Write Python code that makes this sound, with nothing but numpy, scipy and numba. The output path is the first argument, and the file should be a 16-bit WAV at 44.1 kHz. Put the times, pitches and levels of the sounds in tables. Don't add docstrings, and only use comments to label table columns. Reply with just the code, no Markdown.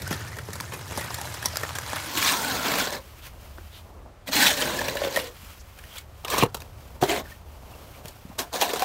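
import sys
import numpy as np
from scipy import signal
from scipy.fft import rfft, irfft
from scipy.io import wavfile
from numba import njit

SR = 44100
rng = np.random.default_rng(int(sys.argv[2]) if len(sys.argv) > 2 else 0)


def generate_wav(signal):
    frames = np.transpose(np.atleast_2d(signal))
    scaled = np.clip(frames, -1, 1) * 32767
    pcm = np.round(scaled).astype(np.int16)
    wavfile.write(sys.argv[1], SR, pcm)


N = 389844
SPLIT_HZ = (1300, 5000)


def amp(db):
    return np.exp(np.asarray(db) * (np.log(10) / 20))


def unit(x):
    return x / np.sqrt(np.mean(x ** 2) + 1e-20)


def level(tables):
    out = np.full(N, -200.)
    for rows in tables:
        s, db = np.transpose(rows)
        at = np.arange(round(s[0] * SR), min(round(s[-1] * SR), N))
        out[at] = np.interp(at / SR, s, db)
    return out


def drift(rate):
    r = np.exp(-100 * np.pi * rate / SR)
    white = rng.standard_normal(N // 50 + 1002)
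    slow = signal.lfilter([1], [1, -2 * r, r * r], white)[1000:]
    return np.interp(np.arange(N) / 50, np.arange(len(slow)), unit(slow))


def colour(x, spectrum):
    hz = np.maximum(np.arange(1025) * SR / 2048, 1)
    points = np.array(spectrum)
    db = np.interp(np.log(hz), np.log(points[:, 0]), points[:, 1])
    cepstrum = irfft(np.log(amp(db)))
    cepstrum[1:1024] *= 2
    cepstrum[1025:] = 0
    impulse = irfft(np.exp(rfft(cepstrum)))
    return signal.oaconvolve(x, impulse[None], axes=1)[:, :x.shape[1]]


def ranges(drive, spectrum):
    kinds = [(SPLIT_HZ[0], "low"), (SPLIT_HZ, "band"), (SPLIT_HZ[1], "high")]
    banks = [signal.butter(3, hz, kind, fs=SR, output="sos") for hz, kind in kinds]
    click = colour(signal.unit_impulse((1, 4096), (0, 0)), spectrum)[0]
    hush = 1e-9 * rng.standard_normal(drive.shape[1])
    coloured = colour(drive + hush, spectrum)
    return [signal.sosfilt(bank, x) / np.linalg.norm(signal.sosfilt(bank, click))
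            for bank, x in zip(banks, coloured)]


def resonance(x, hz, width_hz):
    r = np.exp(-np.pi * width_hz / SR)
    feedback = [1, -2 * r * np.cos(2 * np.pi * hz / SR), r * r]
    return signal.lfilter([(1 - r * r) / 2, 0, (r * r - 1) / 2], feedback, x)


@njit
def gliding(x, hz, sharpness, rate):
    y = np.zeros(len(x))
    for i in range(2, len(x)):
        r = np.exp(-np.pi * hz[i] / sharpness / rate)
        struck = (1 - r * r) / 2 * (x[i] - x[i - 2])
        y[i] = struck + 2 * r * np.cos(2 * np.pi * hz[i] / rate) * y[i - 1] - r * r * y[i - 2]
    return y


def grit(per_s, spread_db, t60, bed, judder_db):
    slips = (rng.random(N) < per_s / SR) * amp(spread_db * np.minimum(rng.exponential(1, N), 4))
    gate = signal.lfilter([1], [1, -amp(-60 / (t60 * SR))], slips)
    gate = (unit(gate) + bed) * amp(judder_db * drift(6.1))
    return unit(gate * rng.standard_normal(N))


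# (frequency [Hz], relative level per Hz [dB])
TRAFFIC_COLOUR = [(15, -90), (25, -3.5), (48, 7.5), (70, 11.5), (97, 5), (113, -5.5), (172, -11),
                  (250, -16), (320, -35), (550, -120)]
# (time [s], traffic level [dB], low drone level [dB]); the drone is an engine, and its swells at 4.9 s
# and 6.4 s are the blade's own low rumble in the strokes
RUMBLE_LEVELS = [(0.0, -67, -35.5), (0.5, -56, -40.5), (1.75, -56, -40.5), (2.26, -56, -45),
                 (3.47, -43.5, -57), (4.1, -46.5, -58), (4.92, -48, -43), (5.6, -46.5, -61.5),
                 (6.4, -47, -45.5), (7.1, -44.5, -55), (8.15, -49.5, -50.5), (8.84, -54, -62)]
# (frequency [Hz], relative level per Hz [dB])
AIR_COLOUR = [(88, -35), (150, -42), (354, -7), (647, -35), (727, -15), (1140, -6.5), (15800, -31)]
AIR_DB = -60
DRONE_HZ, DRONE_WIDTH_HZ = 102.4, 70


def background():
    s, traffic_db, drone_db = np.transpose(RUMBLE_LEVELS)
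    t, white = np.arange(N) / SR, rng.standard_normal((3, N))
    traffic = unit(colour(white[:1], TRAFFIC_COLOUR)[0]) * amp(np.interp(t, s, traffic_db))
    edges = [DRONE_HZ - DRONE_WIDTH_HZ / 2, DRONE_HZ + DRONE_WIDTH_HZ / 2]
    band = signal.butter(2, edges, "band", fs=SR, output="sos")
    drone = unit(signal.sosfilt(np.tile(band, (2, 1)), white[1]))
    air = amp(AIR_DB) * unit(colour(white[2:], AIR_COLOUR)[0])
    return traffic + drone * amp(np.interp(t, s, drone_db)) + air


# (time [s], level [dB])
STROKE_PRESSURE = [
    [(0.0, -43.5), (0.13, -41.5), (0.35, -46), (0.43, -49), (0.5, -47), (0.68, -44.5), (0.74, -47.5),
     (0.88, -44.5), (0.99, -39.5), (1.29, -42), (1.39, -42.5), (1.5, -42.5), (1.6, -38.5), (1.8, -45),
     (1.91, -37), (2.1, -36.5), (2.17, -36.5)],
    [(2.17, -30), (2.182, -29), (2.206, -31.5), (2.23, -28), (2.294, -25), (2.33, -28), (2.36, -33),
     (2.434, -32.5), (2.48, -32), (2.562, -30.5), (2.62, -34), (2.656, -28), (2.77, -30), (2.806, -26),
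     (2.852, -32.5), (2.884, -35.5), (2.915, -43), (2.93, -32.5), (2.985, -46), (3.01, -70)],
    [(4.26, -60), (4.28, -33), (4.308, -52), (4.318, -34), (4.334, -24), (4.352, -24.5), (4.372, -22),
     (4.39, -24.5), (4.428, -19), (4.444, -22), (4.453, -23), (4.46, -23.5), (4.472, -18.5), (4.495, -28.5),
     (4.51, -25.5), (4.55, -34.5), (4.6, -28), (4.7, -32), (4.78, -33), (4.81, -34.5), (4.85, -35),
     (4.89, -34.5), (4.934, -39.5), (5.046, -35.5), (5.098, -40.5), (5.154, -35), (5.168, -37.5),
     (5.2, -33), (5.23, -44.5), (5.27, -41), (5.33, -66)],
    [(6.24, -60.5), (6.332, -28), (6.376, -32.5), (6.432, -25.5), (6.452, -58), (6.51, -58)],
    [(7.0, -73), (7.02, -33.5), (7.07, -41), (7.1, -29), (7.16, -34.5), (7.2, -35), (7.23, -64),
     (7.26, -63)],
    [(8.37, -96), (8.388, -28.5), (8.41, -30.5), (8.48, -74)],
    [(8.51, -86), (8.53, -39), (8.562, -33.5), (8.59, -38.5), (8.622, -27.5), (8.65, -31), (8.675, -39),
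     (8.7, -30.5), (8.725, -37.5), (8.765, -34), (8.785, -37.5), (8.84, -32)],
]
# (frequency [Hz], relative level per Hz [dB])
PUSH_COLOUR = [(88, -54), (150, 0), (264, -6.5), (756, -1), (937, 3.5), (3880, -10.5), (5960, -16),
               (7390, -18), (14300, -21.5), (15800, -28)]
# (frequency [Hz], relative level per Hz [dB])
EDGE_COLOUR = [(71, -69), (120, 8.5), (576, 6), (1080, 9), (1220, -1), (1530, 5.5), (2210, 5.5),
               (4070, 1.5), (4990, -7), (8470, -12), (10600, -16), (14100, -11.5), (15600, -14.5)]
# (frequency [Hz], width [Hz], level against the broad sound before seat and swell [dB])
BLADE_MODES = [(605, 13.3, -1.5), (1090, 330, -15.5), (1460, 38, -30), (1870, 19, 6.5), (2580, 13, -20),
               (3015, 20, 5), (3380, 31, 2), (4770, 36, -11), (5770, 34, -10), (8430, 43, -33)]
# as it fills the body grows, the hiss dulls and the hollow sinks; bare it rings, flat it booms
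# (time [s], body above the chatter at FIRM_DB [dB], hiss above it [dB], hollow of the scoop [Hz],
#  modes [dB], hollow [dB], boom [dB]); the last three are capped when played
BLADE_SEAT = [(0, -12.5, -3.5, 710, -25, 1, 21), (1.0, -3.5, -3, 840, 0, -21, 10),
              (2.0, 2.5, -3, 885, -3, -17, -11), (2.2, 0, 3.5, 1133, -6, 16, -3),
              (2.55, 6.5, 0.5, 770, -11, -2, -3), (3.0, 6.5, -1.5, 560, -8, 8, -13),
              (4.3, -0.5, 0.5, 576, 3, -18, 0), (4.36, 3, 2, 860, 5, 11.5, 1.5),
              (4.492, 3.5, 3.5, 850, 5, 6, -6), (4.526, 4, 1.5, 600, 5, 12, -9),
              (4.7, 6.5, -2, 603, -4, 3, -1.5), (5.0, 5, -2, 575, -6, 13, -17),
              (5.3, 2, 0, 500, 3, 16.5, -12), (6.25, 8.5, -0.5, 786, 2, -40, -20),
              (6.45, 3, -4, 498, -14, 8, 2), (6.55, -6, -2, 456, -30, -8, -27),
              (7.0, 3.5, 0, 455, 4, 3, -2), (7.12, 8, -2.5, 690, -6, 14, -29),
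              (7.2, 7, -2.5, 640, -2, 8, -5), (8.4, 7.5, 2, 686, -18, 8, -10),
              (8.84, 6.5, -1.5, 715, -11, 7.5, -35)]
FIRM_DB, BODY_LAGS, HISS_LAGS = -46, 0.5, 0.12
CROSSFADE_S = (2.01, 2.135)
BOOM_HZ = 380
HOLLOW_WANDER = .03


def blade():
    t, (seat_s, *columns) = np.arange(N) / SR, np.transpose(BLADE_SEAT)
    body_db, hiss_db, hollow_hz, *ring_db = [np.interp(t, seat_s, column) for column in columns]
    jolts, rings = catches()
    db = level(STROKE_PRESSURE)
    slack = FIRM_DB - db
    stroke = amp([db + body_db + BODY_LAGS * slack, db, db + hiss_db + HISS_LAGS * slack])
    patches = amp([0.51 * drift(17.0) for part in stroke])
    pressed = stroke * patches
    rasp = pressed * grit(per_s=700, spread_db=4.0, t60=0.004, bed=2.6, judder_db=0.3) + jolts
    crunch = pressed * grit(per_s=90, spread_db=3.5, t60=0.005, bed=2.6, judder_db=0.4) + jolts

    strokes_share = np.interp(t, CROSSFADE_S, [0, 1])
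    parts, end = np.array(ranges(rasp * strokes_share, EDGE_COLOUR)), round(CROSSFADE_S[1] * SR)
    parts[:, :end] += ranges((crunch * (1 - strokes_share))[:, :end], PUSH_COLOUR)
    body, edge, hiss = parts
    broad = body + edge + hiss

    modes_gain, hollow_gain, boom_gain = amp(np.minimum(ring_db, [[3], [15], [25]]))
    boom = signal.sosfilt(signal.butter(2, BOOM_HZ, fs=SR, output="sos"), body)
    upper = signal.sosfilt(signal.butter(2, BOOM_HZ, "high", fs=SR, output="sos"), body)
    wavering_hz = hollow_hz * np.exp(HOLLOW_WANDER * drift(9.2))
    hollow = gliding(body, wavering_hz, 20.0, SR)
    modes = np.zeros(N)
    for k, (hz, width_hz, mode_db) in enumerate(BLADE_MODES):
        swell_db = 4 * np.tanh(drift(11))
        modes += (-1) ** k * amp(mode_db + swell_db) * resonance(broad, hz, max(width_hz, 40))

    chatter = mottled(upper + edge + hiss)
    resonant = hollow_gain * hollow - boom_gain * boom + modes_gain * modes + flexing(broad)
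    lumps = crumbles(amp(-7.5 - 4.8 * strokes_share) * stroke[1])
    return chatter + resonant + rings + lumps


MOTTLE_DB, MOTTLE_HZ, MOTTLE_SHARPNESS = 3.2, 40, 12.0


def mottled(x):
    out = x.copy()
    for hz in np.geomspace(1200, 12000, 20):
        change = amp(MOTTLE_DB * drift(MOTTLE_HZ)) - 1
        out += change * resonance(x, hz, hz / MOTTLE_SHARPNESS)
    return out


# (time [s], low [Hz], level [dB], middle [Hz], level [dB], high [Hz], level [dB])
FLEX_RINGS = [(0.0, 400, -34, 1850, 0, 4000, -16), (1.9, 323, 3, 1690, -12.5, 4050, -10),
              (2.18, 324, 13, 1350, -3, 2700, 2), (2.27, 300, 5, 1230, 6.5, 3860, 4),
              (2.499, 308, 5, 1450, 10.5, 2760, -15), (2.82, 300, 2, 1310, 7, 3730, -17),
              (2.9, 288, -11, 1670, 0, 4560, -25), (4.28, 290, 12, 2040, 9.5, 3560, 1),
              (4.34, 283, 13, 1550, -6, 4150, 3), (4.44, 295, 13.5, 1500, -1, 4150, -4),
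              (4.48, 288, 5, 1900, -1, 3500, 6), (4.6, 279, 4, 1590, 0, 4300, -28),
              (4.9, 284, -17, 1880, 1, 2800, -21), (5.2, 343, 0, 1900, -2, 3100, 5),
              (6.35, 328, -28, 1200, 6.5, 3100, -7), (7.06, 377, 2, 1970, 3, 3260, -2),
              (7.12, 380, 16, 2000, -6, 2600, -6), (7.17, 403, 1, 2050, -4, 3720, -8),
              (8.4, 423, -15, 1610, -11, 3100, -6), (8.84, 480, -16, 1800, -5, 4300, -9)]
FLEX_SHARPNESS, FLEX_WANDER = (9.0, 16.0, 14.0), .04


def flexing(x):
    s, *columns = np.transpose(FLEX_RINGS)
    smooth = [np.interp(np.arange(N) / SR, s, column) for column in columns]
    out = np.zeros(N)
    for hz, db, sharpness in zip(smooth[::2], smooth[1::2], FLEX_SHARPNESS):
        wavering_hz = hz * np.exp(FLEX_WANDER * drift(9))
        out += amp(db + 2 * drift(25)) * gliding(x, wavering_hz, sharpness, SR)
    return out


def crumbles(gain):
    sizes = amp(1.3 * np.minimum(rng.exponential(1, N), 3.0))
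    born = (rng.random(N) < 260 / SR) * sizes * rng.choice([-1, 1], N)
    dealt = rng.integers(0, 9, N)
    hush = 1e-9 * rng.standard_normal(N)
    pitches = enumerate(np.geomspace(700, 7000, 9))
    return gain * unit(sum(unit(resonance(born * (dealt == k) + hush, hz, hz / 10)) for k, hz in pitches))


# (time [s], reference level [dB], body above it [dB], hiss above it [dB], ring [Hz], t60 [s])
EDGE_CATCHES = [(0.019, -27, -31, -2.5, 1850, 0.023), (0.366, -30, -14, -11, 1920, 0.052),
                (0.554, -29, -11.5, -8.5, 1000, 0.033), (0.6082, -16.5, -15, -5.5, 980, 0.0052),
                (0.719, -24, -17.5, -19, 587, 0.082), (1.2486, -32, -7, -6.5, 580, 0.12),
                (1.3683, -29, -14, -17, 1730, 0.02), (1.449, -16.5, -17.5, -18, 990, 0.062),
                (1.533, -33, -3, -18, 640, 0.03), (1.6118, -23, -4, -22, 1500, 0.017),
                (1.65, -18.5, -8, -23, 1610, 0.01), (1.886, -35, -5, -13, 1640, 0.032),
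                (4.812, -14.5, -10, -19, 1720, 0.042), (4.864, -26, -5, -18, 2100, 0.02),
                (4.897, -25, -13, -6, 4200, 0.02), (5.171, -14.5, -6, -10, 580, 0.02),
                (5.19, -24, -11, -15, 5300, 0.03), (6.336, -18.5, -3.5, -10, 470, 0.054),
                (6.364, -22, -6, -18, 1080, 0.054), (6.449, -39, 3, -20, 417, 0.11),
                (8.54, -20, -6.5, -20, 980, 0.03), (8.618, -13.5, -8, -17, 730, 0.086),
                (8.662, -28, -4, -19, 696, 0.033), (8.759, -20.5, -2, -11, 980, 0.029),
                (0.076, -25, -21, -7, 1940, 0.024), (0.105, -17.5, -21, -17, 1070, 0.12),
                (0.1256, -16, -35, -17, 514, 0.047), (0.385, -18, -26, -21, 590, 0.04),
                (0.4855, -25, -12.5, -23, 443, 0.018), (0.5302, -28.5, -24, -4.5, 1850, 0.049),
                (0.601, -14.5, -35, -18, 1460, 0.02), (0.734, -22, -19, -13.5, 958, 0.069),
                (0.9203, -28.5, -5, -11, 458, 0.021), (0.973, -18.5, -13, -12.5, 590, 0.052),
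                (1.009, -15, -23, -18.5, 988, 0.032), (1.0432, -27.5, -9, -6, 1000, 0.03),
                (1.103, -28.5, -6.5, -13, 890, 0.042), (1.143, -16, -26, -10.5, 4660, 0.023),
                (1.184, -22.5, -10.5, -15, 1190, 0.038), (1.2133, -17.5, -16.5, -12, 820, 0.017),
                (1.3398, -20.5, -17, -13, 980, 0.047), (1.4255, -17, -19, -16, 1740, 0.03),
                (1.4563, -19, -11, -3, 5800, 0.035), (1.557, -14, -18, -15, 5000, 0.015),
                (1.5701, -12.5, -12, -3.5, 1670, 0.011), (1.632, -15, -8, -17, 1800, 0.03),
                (1.691, -15.5, -10, -20, 1090, 0.015), (1.75, -20.5, -11.5, -11.5, 1660, 0.095),
                (1.7851, -15, -12.5, -10.5, 1870, 0.018), (1.931, -17, -1.5, -13, 1700, 0.015),
                (1.9618, -16.5, -13, -17, 1620, 0.042), (2.173, -13.5, -14.5, -7, 1160, 0.02),
                (2.225, -12, -22, -12, 2340, 0.031), (2.87, -16.5, -9.5, -17, 4600, 0.052),
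                (2.905, -21, -25, -6, 4200, 0.014), (2.926, -23, -10, -11, 3570, 0.025),
                (3.5821, -39, 5, -20, 1100, 0.02), (4.286, -22, -10, -18, 580, 0.061),
                (4.463, -2, -37, -17, 3260, 0.033), (4.621, -14, -16, -17, 1640, 0.075),
                (4.8816, -12.5, -9.5, -14, 2500, 0.031), (4.9522, -27, 1.5, -3, 570, 0.025),
                (4.9687, -14.5, -21, -18, 1770, 0.032), (5.017, -23, 3, -10, 570, 0.011),
                (5.0359, -15, -11, -30, 600, 0.027), (5.048, -21, -4.5, -21, 547, 0.02),
                (5.069, -32, 4.5, -17, 483, 0.07), (5.16, -11.5, -10, -12.5, 1880, 0.029),
                (5.787, -31, -27, -13, 1750, 0.034), (5.838, -28, -26, -15, 1590, 0.013),
                (5.981, -27.5, -32, -5, 2200, 0.042), (6.2469, -16.5, -12, -16.5, 1120, 0.039),
                (6.2805, -17, -17, -16, 566, 0.028), (6.299, -16.5, -13, -9, 475, 0.086),
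                (6.379, -14.5, -12.5, -7.5, 1000, 0.081), (6.424, -10, -5, -25, 1010, 0.023),
                (6.4334, -9.5, -4.5, -15.5, 480, 0.032), (6.5441, -15, -7, -11, 1320, 0.035),
                (6.567, -33, -5, -7, 900, 0.03), (6.602, -29, -18, -12, 638, 0.044),
                (6.619, -24, -17, -15, 484, 0.019), (7.013, -23, -11.5, -11, 510, 0.044),
                (7.025, -16, 1, -21, 726, 0.026), (7.0332, -11.5, -8, -15.5, 404, 0.06),
                (7.0916, -21, -9, -18, 2650, 0.053), (8.0556, -26, -14, -11, 616, 0.021),
                (8.08, -37.5, -18, 0, 3380, 0.052), (8.554, -25, -2, -16, 530, 0.049),
                (8.6116, -8, -20, -12, 3200, 0.031), (8.7331, -16, -6, -11.5, 500, 0.042),
                (8.794, -17.5, -27, -11, 4530, 0.035), (8.8204, -12, -7.5, -13, 725, 0.031)]
CATCH_EDGE_DB = -12.5


def catches():
    drive, rings, noise = np.zeros((3, N + SR)), np.zeros(N + SR), rng.standard_normal(N + SR)
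    t = np.arange(int(.15 * SR)) / SR
    corners_hz = SPLIT_HZ[0] * np.array([.7, 1, 3.5, 4.5])
    for s, ref_db, body_db, hiss_db, hz, t60 in EDGE_CATCHES:
        rise = t60 / 25.4
        at = slice(round(s * SR), round(s * SR) + len(t))
        swell = np.minimum(t / max(rise, 1e-4), 1)
        burst = swell * amp(-60 * np.maximum(t - rise, 0) / max(t60, .003)) * noise[at]
        drive[:, at] += amp([[ref_db + body_db], [ref_db + CATCH_EDGE_DB], [ref_db + hiss_db]]) * burst
        ring = resonance(burst, hz, hz / 12.0)
        ring_db = ref_db - 10 + np.interp(hz, corners_hz, [body_db + 11.5, 0, 0, hiss_db + 16.0])
        rings[at] += amp(ring_db) * ring / np.abs(ring).max()
    return drive[:, :N], rings[:N]


# (time [s], level [dB], pitch [Hz], width [Hz], length [s])
EDGE_CHIRPS = [(0.058, -25.5, 1430, 85, 0.029), (3.177, -47, 2580, 300, 0.04),
               (3.207, -41, 3400, 700, 0.046), (3.26, -49, 1150, 400, 0.017),
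               (3.697, -38, 3400, 1200, 0.13), (4.785, -21, 1730, 120, 0.017),
               (5.156, -14, 1870, 130, 0.028), (5.582, -41, 6000, 2000, 0.047),
               (5.874, -41, 3200, 300, 0.098), (5.953, -30.5, 3300, 400, 0.043),
               (7.25, -38, 1750, 300, 0.018), (7.267, -38, 1600, 300, 0.018), (7.31, -38, 1810, 70, 0.026),
               (7.727, -44, 2740, 85, 0.034), (7.917, -42, 2200, 1200, 0.062),
               (8.297, -36, 710, 500, 0.042)]


def chirps():
    out = np.zeros(N)
    for s, db, hz, width_hz, length in EDGE_CHIRPS:
        i, count = round(s * SR), round(length * SR)
        noise = rng.standard_normal(SR // 5)[:count]
        tone = resonance(resonance(noise, hz, width_hz * 2), hz, width_hz)
        out[i:i + count] += amp(db) * np.hanning(count) * tone / np.abs(tone).max()
    return out


# (time [s], level [dB])
RUSTLE_LEVEL = [
    [(3.0, -53.5), (3.21, -52), (3.27, -44.5), (3.34, -60), (3.438, -55), (3.546, -56), (3.778, -50.5),
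     (3.844, -62), (4.26, -101)],
    [(5.31, -52.5), (5.49, -48.5), (5.64, -57), (5.916, -51.5), (5.972, -44), (6.062, -66.5), (6.17, -57),
     (6.24, -54)],
    [(6.5, -68), (6.556, -51), (6.642, -59), (6.884, -55.5), (7.0, -63)],
    [(7.24, -52), (7.314, -49.5), (7.385, -55), (7.42, -63), (7.528, -57), (7.966, -53.5), (8.032, -62),
     (8.054, -51.5), (8.258, -56), (8.52, -58)],
]
# (time [s], level [dB])
DULL_LEVEL = [(3.0, -53.5), (5.9, -55.5), (6.6, -51.5), (7.4, -52), (7.7, -49.5), (8.5, -54)]
# (frequency [Hz], relative level per Hz [dB])
CRUMB_COLOUR = [(88, -29), (150, 0), (374, -3), (437, -2.5), (573, 0.5), (1030, -5.5), (1770, -15),
                (2230, -13), (3170, -13.5), (3560, -17), (10200, -20), (14200, -16), (15600, -20.5)]
BRIGHT_DB, BRIGHT_FLOOR_DB = -2, -79


def rustle():
    db = level(RUSTLE_LEVEL)
    bright = amp(db + BRIGHT_DB) + amp(BRIGHT_FLOOR_DB)
    gain = (db > -199) * np.array([amp(level([DULL_LEVEL])), amp(db), bright])
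    grains = grit(per_s=190, spread_db=-1.5, t60=0.035, bed=3.1, judder_db=-1.5)
    return sum(ranges(gain * grains, CRUMB_COLOUR))


# (time [s], level before the soft onset [dB], pitch [Hz], t60 [s])
BLADE_THUMPS = [(3.582, -31.5, 350, 0.039), (5.434, -30, 201, 0.027), (6.432, -9.5, 127, 0.053),
                (7.023, -13.5, 140, 0.05), (8.05, -18.5, 155, 0.018), (8.252, -17, 175, 0.017),
                (8.299, -24, 212, 0.026)]


def thumps():
    out, t = np.zeros(N), np.arange(int(.3 * SR)) / SR
    for s, db, hz, t60 in BLADE_THUMPS:
        i = round(s * SR)
        onset = 1 - np.exp(-t / 0.0027)
        out[i:i + len(t)] += amp(db - 60 * t / t60) * onset * np.sin(2 * np.pi * hz * t)
    return out


# (delay [s], level [dB])
WALL_ECHOES = [(0.0111, -20), (.027, -17)]


def scene():
    shovel = blade() + chirps() + thumps()
    echoes = sum(amp(db) * np.pad(shovel, (round(s * SR), 0))[:N] for s, db in WALL_ECHOES)
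    return (shovel + echoes + rustle() + background())[None]


def record(dry):
    return signal.sosfilt(signal.ellip(12, .5, 80, 15750, fs=SR, output="sos"), dry)


dry = scene()
out = record(dry)
generate_wav(out)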